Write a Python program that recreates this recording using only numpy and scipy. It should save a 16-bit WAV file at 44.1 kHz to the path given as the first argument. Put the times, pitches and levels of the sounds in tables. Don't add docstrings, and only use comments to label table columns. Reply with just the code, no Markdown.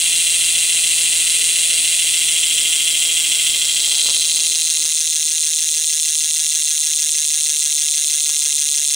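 import sys
import numpy as np
from scipy import signal
from scipy.fft import rfft, irfft, next_fast_len
from scipy.io import wavfile
from scipy.ndimage import uniform_filter1d

SR = 44100
rng = np.random.default_rng(int(sys.argv[2]) if len(sys.argv) > 2 else 0)


def int16_out(signal):
    q = np.round(np.clip(np.atleast_2d(signal).T, -1, 1) * 32767)
    wavfile.write(sys.argv[1], SR, q.astype(np.int16))


N = 394694

TEETH_AT_START, TEETH_PER_S, SLOWING, EASING = -.12866, 169.86347, 1.313667, .00691411
TOOTH_COUNT = 24
# time_s, level_db
BUZZ_LEVEL = [(0.0, -15.5), (1.57, -15.5), (3.64, -16.5), (4.01, -15.5), (5.03, -17.5), (8.92, -17),
              (8.95, -17)]
# time_s, nearness (0 behind the tyre, 1 past it, 2 along the axle, 3 at the hub)
NEARNESS = [
    (0, 0.81),
    (1.8, 0.78),
    (2.5, 1),
    (3.45, 1.04),
    (3.75, 1.48),
    (4.25, 2.2),
    (4.5, 2.38),
    (5.0, 2.88),
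    (8.95, 3.12),
]
# pitch_hz, width_hz, then level_db at nearness 0, 1, 2,
# 3
HUB_MODES = [(1250, 1100, -28, -44, -52, -34.5), (1740, 204, -15, -23, -29, -23.5),
             (2038, 80, -8.5, -5.5, -15.5, -20.5), (2465, 46, -28, -8.5, -19.5, -25.5),
             (2770, 73, 7, -5.5, -10.5, -15.5), (3028, 330, -20, -5.5, -45, -50),
             (3316, 83, -16.5, 3.5, -2, -22.5), (3545, 137, 15.5, -10, -15, -10),
             (3766, 107, -54, -5.5, -17, -13.5), (4083, 367, 0, -4, -2.5, -8.5), (4700, 75, -2.5, -4, -5, -15),
             (5610, 980, -21, -7, -10, -9.5),
             (6510, 410, 6.5, -17, -2, 0.5), (6960, 2250, 0.5, -3, -9, -6), (7665, 770, -32, 5, -1, -4.5),
         (7870, 280, 12.5, 2.5, 1, -15.5), (8777, 1110, 10, 5.5, -20, -0.1), (9060, 940, -34, -1, 0, -1),
         (10520, 137, 11.5, 3.5, -7.5, -10.5), (11320, 450, -14, -12, -28, -15.5),
         (12470, 450, -23, -12.5, -19, -26), (14850, 790, -23, -10, -18, -16),
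         (14960, 240, -20, -10, -13, -15.5)]
MODES = HUB_MODES
# beats_per_turn, first_peak_share_of_beat,
# then depth_db of the modes up to 1900, 3400, 4600, 6000 Hz
TURN_BEATS = [(1, .19, 4.5, .4, 0, 0), (2, .87, .8, 2.9, .3, .5), (3, .47, .5, .6, 1.7, 1.8),
              (4, .55, .8, 1.7, .4, 2.1), (5, .58, 0, 1.4, 1.3, 3.6), (6, .4, 1.5, 2.1, .5, .3),
              (7, .7, 0, .7, .6, 1.2), (9, .82, 0, .6, 1.2, .3), (11, .33, 0, .4, 1.3, 0)]
# pitch_hz, level_db
MICROPHONE = [(300, -27), (1000, -7.5), (1700, -4), (2500, 7), (5000, -1), (9000, -4.5), (11500, -3.5),
              (13200, -3.5), (15500, -2.5)]
# pitch_hz, level_db
STEREO_WIDTH = [(500, -19), (1500, -33), (2400, -9), (3600, -12.5), (4500, -11), (6000, -30.5), (7800, -13),
                (10000, -7.5), (12000, -1.5), (14000, -21)]
# pitch_hz, lead_rad
PORT_LEAD = [(0, 0), (520, -0.5), (1720, -0.4), (2500, -1), (4650, 0.49), (9390, 0.07), (10100, -0.12),
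             (11800, 0.52), (12700, -1.2), (16200, -3.3)]
# pitch_hz, likeness
PORT_LIKENESS = [(60, 0.99), (150, 1), (380, 0.79), (950, 0.71), (2380, 0.97), (5980, 0.93), (15000, 0.72)]
# pitch_hz, level_db_per_hz
RUMBLE = [(12, -42), (20, -19), (75, 3), (119, -7.5), (163, -0.5), (220, -5.5), (290, -35), (480, -120)]
# pitch_hz, level_db_per_hz
HUM_FAR = [(65, -28), (110, -1.5), (227, -8), (296, 1.5), (366, -4), (499, 2.5), (591, -4), (965, -6.5),
           (1070, -16.5), (1400, -2), (1820, -10.5), (3080, -120)]
# pitch_hz, level_db_per_hz
HUM_NEAR = [(65, -37), (110, -4), (230, -9), (318, 1.5), (452, 4), (685, -8), (758, -15), (831, -21),
            (1000, -11), (1300, -7), (2200, -120)]
# pitch_hz, level_db_per_hz
HISS = [(6000, -30), (10500, -8), (12000, -3), (13300, -9), (14600, -4), (15700, 0)]
# multiple, far_level_db, hub_level_db
PARTIALS = [(5, -70, -72.5), (6, -57, -69.5), (7, -60, -63), (8, -64, -89), (9, -53, -62.5),
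            (10, -59, -62.5)]
# start_s, end_s, pitch_hz, level_db
DRONES = [
    (0, 2.4, 85.9, -58.5),
    (1.0, 1.6, 333, -56),
    (1.8, 4, 270.5, -58.5),
]
# start_s, peak_db, pan_db
TICKS = [(3.559, -30, 11), (3.877, -33, -16), (3.923, -29, 8), (4.06, -26, -3), (4.074, -35, 1),
         (4.087, -23.5, -13), (4.099, -27, 9), (4.112, -32, -22), (4.167, -33, 17), (4.365, -38, -23),
         (4.39, -35, -19), (4.782, -38, 3), (4.853, -28, -7), (4.884, -37, -17), (8.295, -31, 11)]
# start_s, peak_db
THUMPS = [(3.499, -28), (3.59, -29), (3.71, -38), (4.297, -40), (4.489, -30), (4.65, -46), (4.699, -35)]
# pitch_hz, side_db
STEREO_FAR = [(4250, 0), (4450, -60), (7100, -60), (7500, 0), (12400, 0), (12700, -60)]
# pitch_hz, side_db
STEREO_NEAR = [(3900, 0), (4200, -60), (5900, -60), (6200, 0), (12800, 0), (13600, -60)]


def gain_of(db):
    return 10 ** (np.asarray(db) / 20)


def evened(x):
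    return x / np.sqrt(np.mean(x ** 2) + 1e-20)


def read(points, hz):
    f, value = np.transpose(points)
    return np.interp(np.log(hz + 1), np.log(f + 1), value)


def curve(rows, t):
    times, values = np.transpose(rows)
    return np.interp(t, times, values)


def closeness(t):
    return np.clip(curve(NEARNESS, t) - 2, 0, 1)


def coloured(x, points):
    size = next_fast_len(N)
    gain = gain_of(read(points, np.fft.rfftfreq(size, 1 / SR)))
    return irfft(rfft(x, size) * gain, size)[..., :N]


def echoes(x, start_s, t60, spacing):
    at = np.arange(round(start_s * SR), round((start_s + t60) * SR), int(spacing))
    at = at + rng.integers(0, int(spacing), len(at))
    taps = np.zeros(at[-1] + 1)
    taps[at] = rng.choice([-1., 1.], len(at)) * gain_of(-60 * at / SR / t60)
    return signal.oaconvolve(x, taps / np.linalg.norm(taps))[:N]


def teeth_passed(t):
    passed = TEETH_AT_START + TEETH_PER_S * t - SLOWING * t ** 2 + EASING * t ** 3
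    return passed - .01 + .027 * (3 - curve(NEARNESS, t))


def mode_levels(tooth, near):
    mode_hz, _, *levels_db = np.transpose(MODES)
    mode_db = np.array([np.interp(near, range(4), db) for db in np.transpose(levels_db)]).T
    beats, peak, *depth_db = np.transpose(TURN_BEATS)
    swing = np.cos(2 * np.pi * (np.outer(tooth, beats) / TOOTH_COUNT - peak))
    beat_db = np.pad(swing @ np.transpose(depth_db), ((0, 0), (1, 1)))
    group = np.searchsorted([1500, 1900, 3400, 4600, 6000], mode_hz)
    return mode_db + (.65 + .17 * near)[:, None] * beat_db[:, group]


def pawl_blows(count):
    spread_s, fade_db, scatter_db, blow_db, detune = .0005, 4.0, .5, 1.65, .015
    mode_hz = np.transpose(MODES)[0]
    shape = (TOOTH_COUNT, count, len(MODES))
    tooth_hz = mode_hz * (1 + detune * rng.standard_normal(shape[::2]))
    gaps_s = spread_s * rng.uniform(.3, 1.7, shape[:2])
    gaps_s[:, 0] = 0
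    after_s = np.cumsum(gaps_s, 1)
    mix = gain_of(scatter_db * rng.standard_normal(shape)) * np.exp(2j * np.pi * rng.random(shape))
    loose = 0.49 * mode_hz / 2000 * rng.standard_normal(shape[::2])
    mix[:, 0] = np.exp(1j * (2 * np.pi * rng.random(len(MODES)) + loose))
    mix[:, 1:, :2] = 0
    mix[:, 1:] *= gain_of(-3.0 * mode_hz / 8000)
    late = after_s / spread_s
    mix = mix * gain_of(blow_db * rng.standard_normal(late.shape) - fade_db * late)[..., None]
    turned = mix * np.exp(-2j * np.pi * tooth_hz[:, None] * after_s[..., None])
    net = abs(turned.sum(1)) ** 2
    mix = mix / np.sqrt(0.57 * net + 0.41 * (abs(mix) ** 2).sum(1))[:, None]
    return tooth_hz, after_s, mix


def frame_paths():
    shape = (2, TOOTH_COUNT, 1024)
    taps = rng.standard_normal(shape) * (rng.random(shape) < .08)
    taps = taps * gain_of(-60 * np.arange(1024) / SR / .012)
    taps = taps * (np.arange(1024) > [[[24]], [[2]]])
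    return rfft(taps / np.linalg.norm(taps, axis=2, keepdims=True))


def ratchet(count=4, rise_hz=1500):
    t = np.arange(N) / SR
    passed = teeth_passed(t)
    click = np.arange(0, int(passed[-1]) + 1)
    s, tooth = np.interp(click, passed, t), click % TOOTH_COUNT
    near, width_hz = curve(NEARNESS, s), np.transpose(MODES)[1]
    mode_db = mode_levels(tooth, near)
    tooth_hz, after_s, mix = pawl_blows(count)
    wander = .14 * rng.standard_normal((len(click), count, len(MODES), 2)) @ [.5, 1j]
    blows = mix[tooth] * np.exp(wander) * gain_of(mode_db)[:, None]
    delay_s = after_s[tooth] + .000006 * rng.standard_normal(blows.shape[:2])
    delay_s = delay_s + (s * SR % 1 / SR)[:, None] + 32 / SR
    hz, out = np.fft.rfftfreq(1024, 1 / SR), np.zeros((2, N + 1056))
    paths = frame_paths()
    echo = gain_of(7.0 - 4.6 * near)[:, None]
    for k in range(TOOTH_COUNT):
        mine = tooth == k
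        off = 1j * (hz - tooth_hz[k][:, None])
        rings = 1 / (1 + 2 * off / width_hz[:, None]) / (1 + off / rise_hz) ** 2
        delays = np.exp(-2j * np.pi * hz * delay_s[mine][..., None])
        spectra = (blows[mine] @ rings * delays).sum(1)
        spectra = spectra * (1 + echo[mine] * paths[0, k])
        due = gain_of(2 * mode_db[mine]) @ abs(rings) ** 2
        got = (abs(spectra) ** 2).mean(0) * due / due.mean(0)
        spectra = spectra * (uniform_filter1d(due, size=13) / uniform_filter1d(got, size=13)) ** .46
        at = (s[mine] * SR).astype(int)[:, None] + np.arange(1024)
        np.add.at(out[0], at, irfft(spectra))
        np.add.at(out[1], at, irfft(spectra * paths[1, k]))
    return evened(coloured(out[:, 32:][:, :N], MICROPHONE))


def hub_in_room():
    t = np.arange(N) / SR
    direct, scattered = ratchet()
    near = curve(NEARNESS, t)
    mid = direct + gain_of(-8.5 - 2.6 * near) * echoes(direct, .005, .28, 22)
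    diffuse = scattered + gain_of(-50 - 1.7 * near) * echoes(direct, .004, .2, 22)
    size = next_fast_len(N)
    lead = np.tan(np.clip(read(PORT_LEAD, np.fft.rfftfreq(size, 1 / SR)), -2, 2) / 2)
    side = coloured(diffuse, STEREO_WIDTH) + irfft(1j * lead * rfft(mid, size), size)[:N]
    level = gain_of(curve(BUZZ_LEVEL, t)) / np.sqrt(uniform_filter1d(mid ** 2, SR // 2))
    return level * np.array([mid + side, mid - side])


def air(far, near, level_db, patchy_db, lead):
    frames, hz = N // 512 + 5, np.fft.rfftfreq(2048, 1 / SR)
    a, b, c, d, patches = rng.standard_normal((frames, len(hz), 5)).T
    patches = evened(uniform_filter1d(uniform_filter1d(patches, 8, 0), 6, 1))
    same = np.clip(read(PORT_LIKENESS, hz), -1, 1)[:, None]
    left = a + 1j * b
    shared = same * left * np.exp(-1j * lead * read(PORT_LEAD, hz))[:, None]
    right = shared + np.sqrt(1 - same ** 2) * (c + 1j * d)
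    share = closeness(np.arange(frames) * 512 / SR)
    colour_db = np.outer(read(far, hz), 1 - share) + np.outer(read(near, hz), share)
    z = np.array([left, right]) * gain_of(colour_db + patchy_db * patches)
    noise = signal.istft(z, nperseg=2048, noverlap=1536)[1][:, :N]
    return gain_of(level_db) * evened(noise)


def shelter():
    start = 2.3
    return np.clip((curve(NEARNESS, np.arange(N) / SR) - start) / (3 - start), 0, 1)


def tyre_wind():
    fade_db = 2.5 * np.minimum(np.arange(N) / SR, 5.0)
    return air(RUMBLE, RUMBLE, -52.5 - fade_db - 8 * shelter(), patchy_db=3.5, lead=0.1)


def room_hum():
    return air(HUM_FAR, HUM_NEAR, -46.5 - 8.5 * shelter(), patchy_db=2.0, lead=0.63)


def hiss():
    return air(HISS, HISS, -39.5, patchy_db=5.0, lead=.9)


def purr():
    t = np.arange(N) / SR
    passed, near, out = teeth_passed(t), curve(NEARNESS, t) / 3, np.zeros(N)
    for multiple, far_db, near_db in PARTIALS:
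        swell = sum(np.sin(2 * np.pi * (hz * t + rng.random())) for hz in (.23, .6, 1.4))
        level_db = far_db + (near_db - far_db) * near + 1.7 * swell
        out += gain_of(level_db) * np.sin(2 * np.pi * multiple * passed)
    return out


def drones():
    out = np.zeros(N)
    for start, end, hz, db in DRONES:
        size = round((end - start) * SR)
        waver = 1 + 0.0103 * evened(uniform_filter1d(rng.standard_normal(size), 3000))
        tone = np.sin(2 * np.pi * np.cumsum(hz * waver) / SR) * signal.windows.tukey(size, .4)
        out[round(start * SR):][:size] += gain_of(db) * tone
    return out


def handling():
    out, t = np.zeros((2, N)), np.arange(3000) / SR
    case = np.zeros(len(t))
    for hz, db, t60 in [(563, -6, 0.046), (1010, 7.0, 0.0062), (1305, 3.5, 0.0067), (1760, -4, 0.0074)]:
        case += gain_of(db - 60 * t / t60) * np.sin(2 * np.pi * hz * t)
    for s, db, pan_db in TICKS:
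        pan = np.array([[.5], [-.5]]) * pan_db
        out[:, round(s * SR):][:, :len(t)] += gain_of(db - 10.0 + pan) * case
    push = np.sin(2 * np.pi * 60 * t) * np.exp(-t / 0.012)
    for s, db in THUMPS:
        out[:, round(s * SR):][:, :len(t)] += gain_of(db - 11) * push
    return out


def scene():
    return hub_in_room() + tyre_wind() + room_hum() + hiss() + purr() + drones() + handling()


def low_pass(x):
    return signal.sosfilt(signal.butter(12, 16610, fs=SR, output="sos"), x)


def record(dry):
    ceiling = 1.17
    edge = signal.firwin(1023, 15830, window=("kaiser", 11), fs=SR)
    left, right = signal.oaconvolve(ceiling * np.tanh(dry / ceiling), edge[None], "same")
    share = closeness(np.arange(N) / SR)
    wide = left - right
    side = (1 - share) * coloured(wide, STEREO_FAR) + share * coloured(wide, STEREO_NEAR)
    full = np.repeat(rng.random(N // 1024 + 1) < .16, 1024)[:N] * share
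    full = uniform_filter1d(full, size=256)
    side = side + full * (wide - side)
    mix = np.array([left + right + side, left + right - side]) / 2
    return low_pass(mix)


dry = scene()
out = record(dry)
int16_out(out)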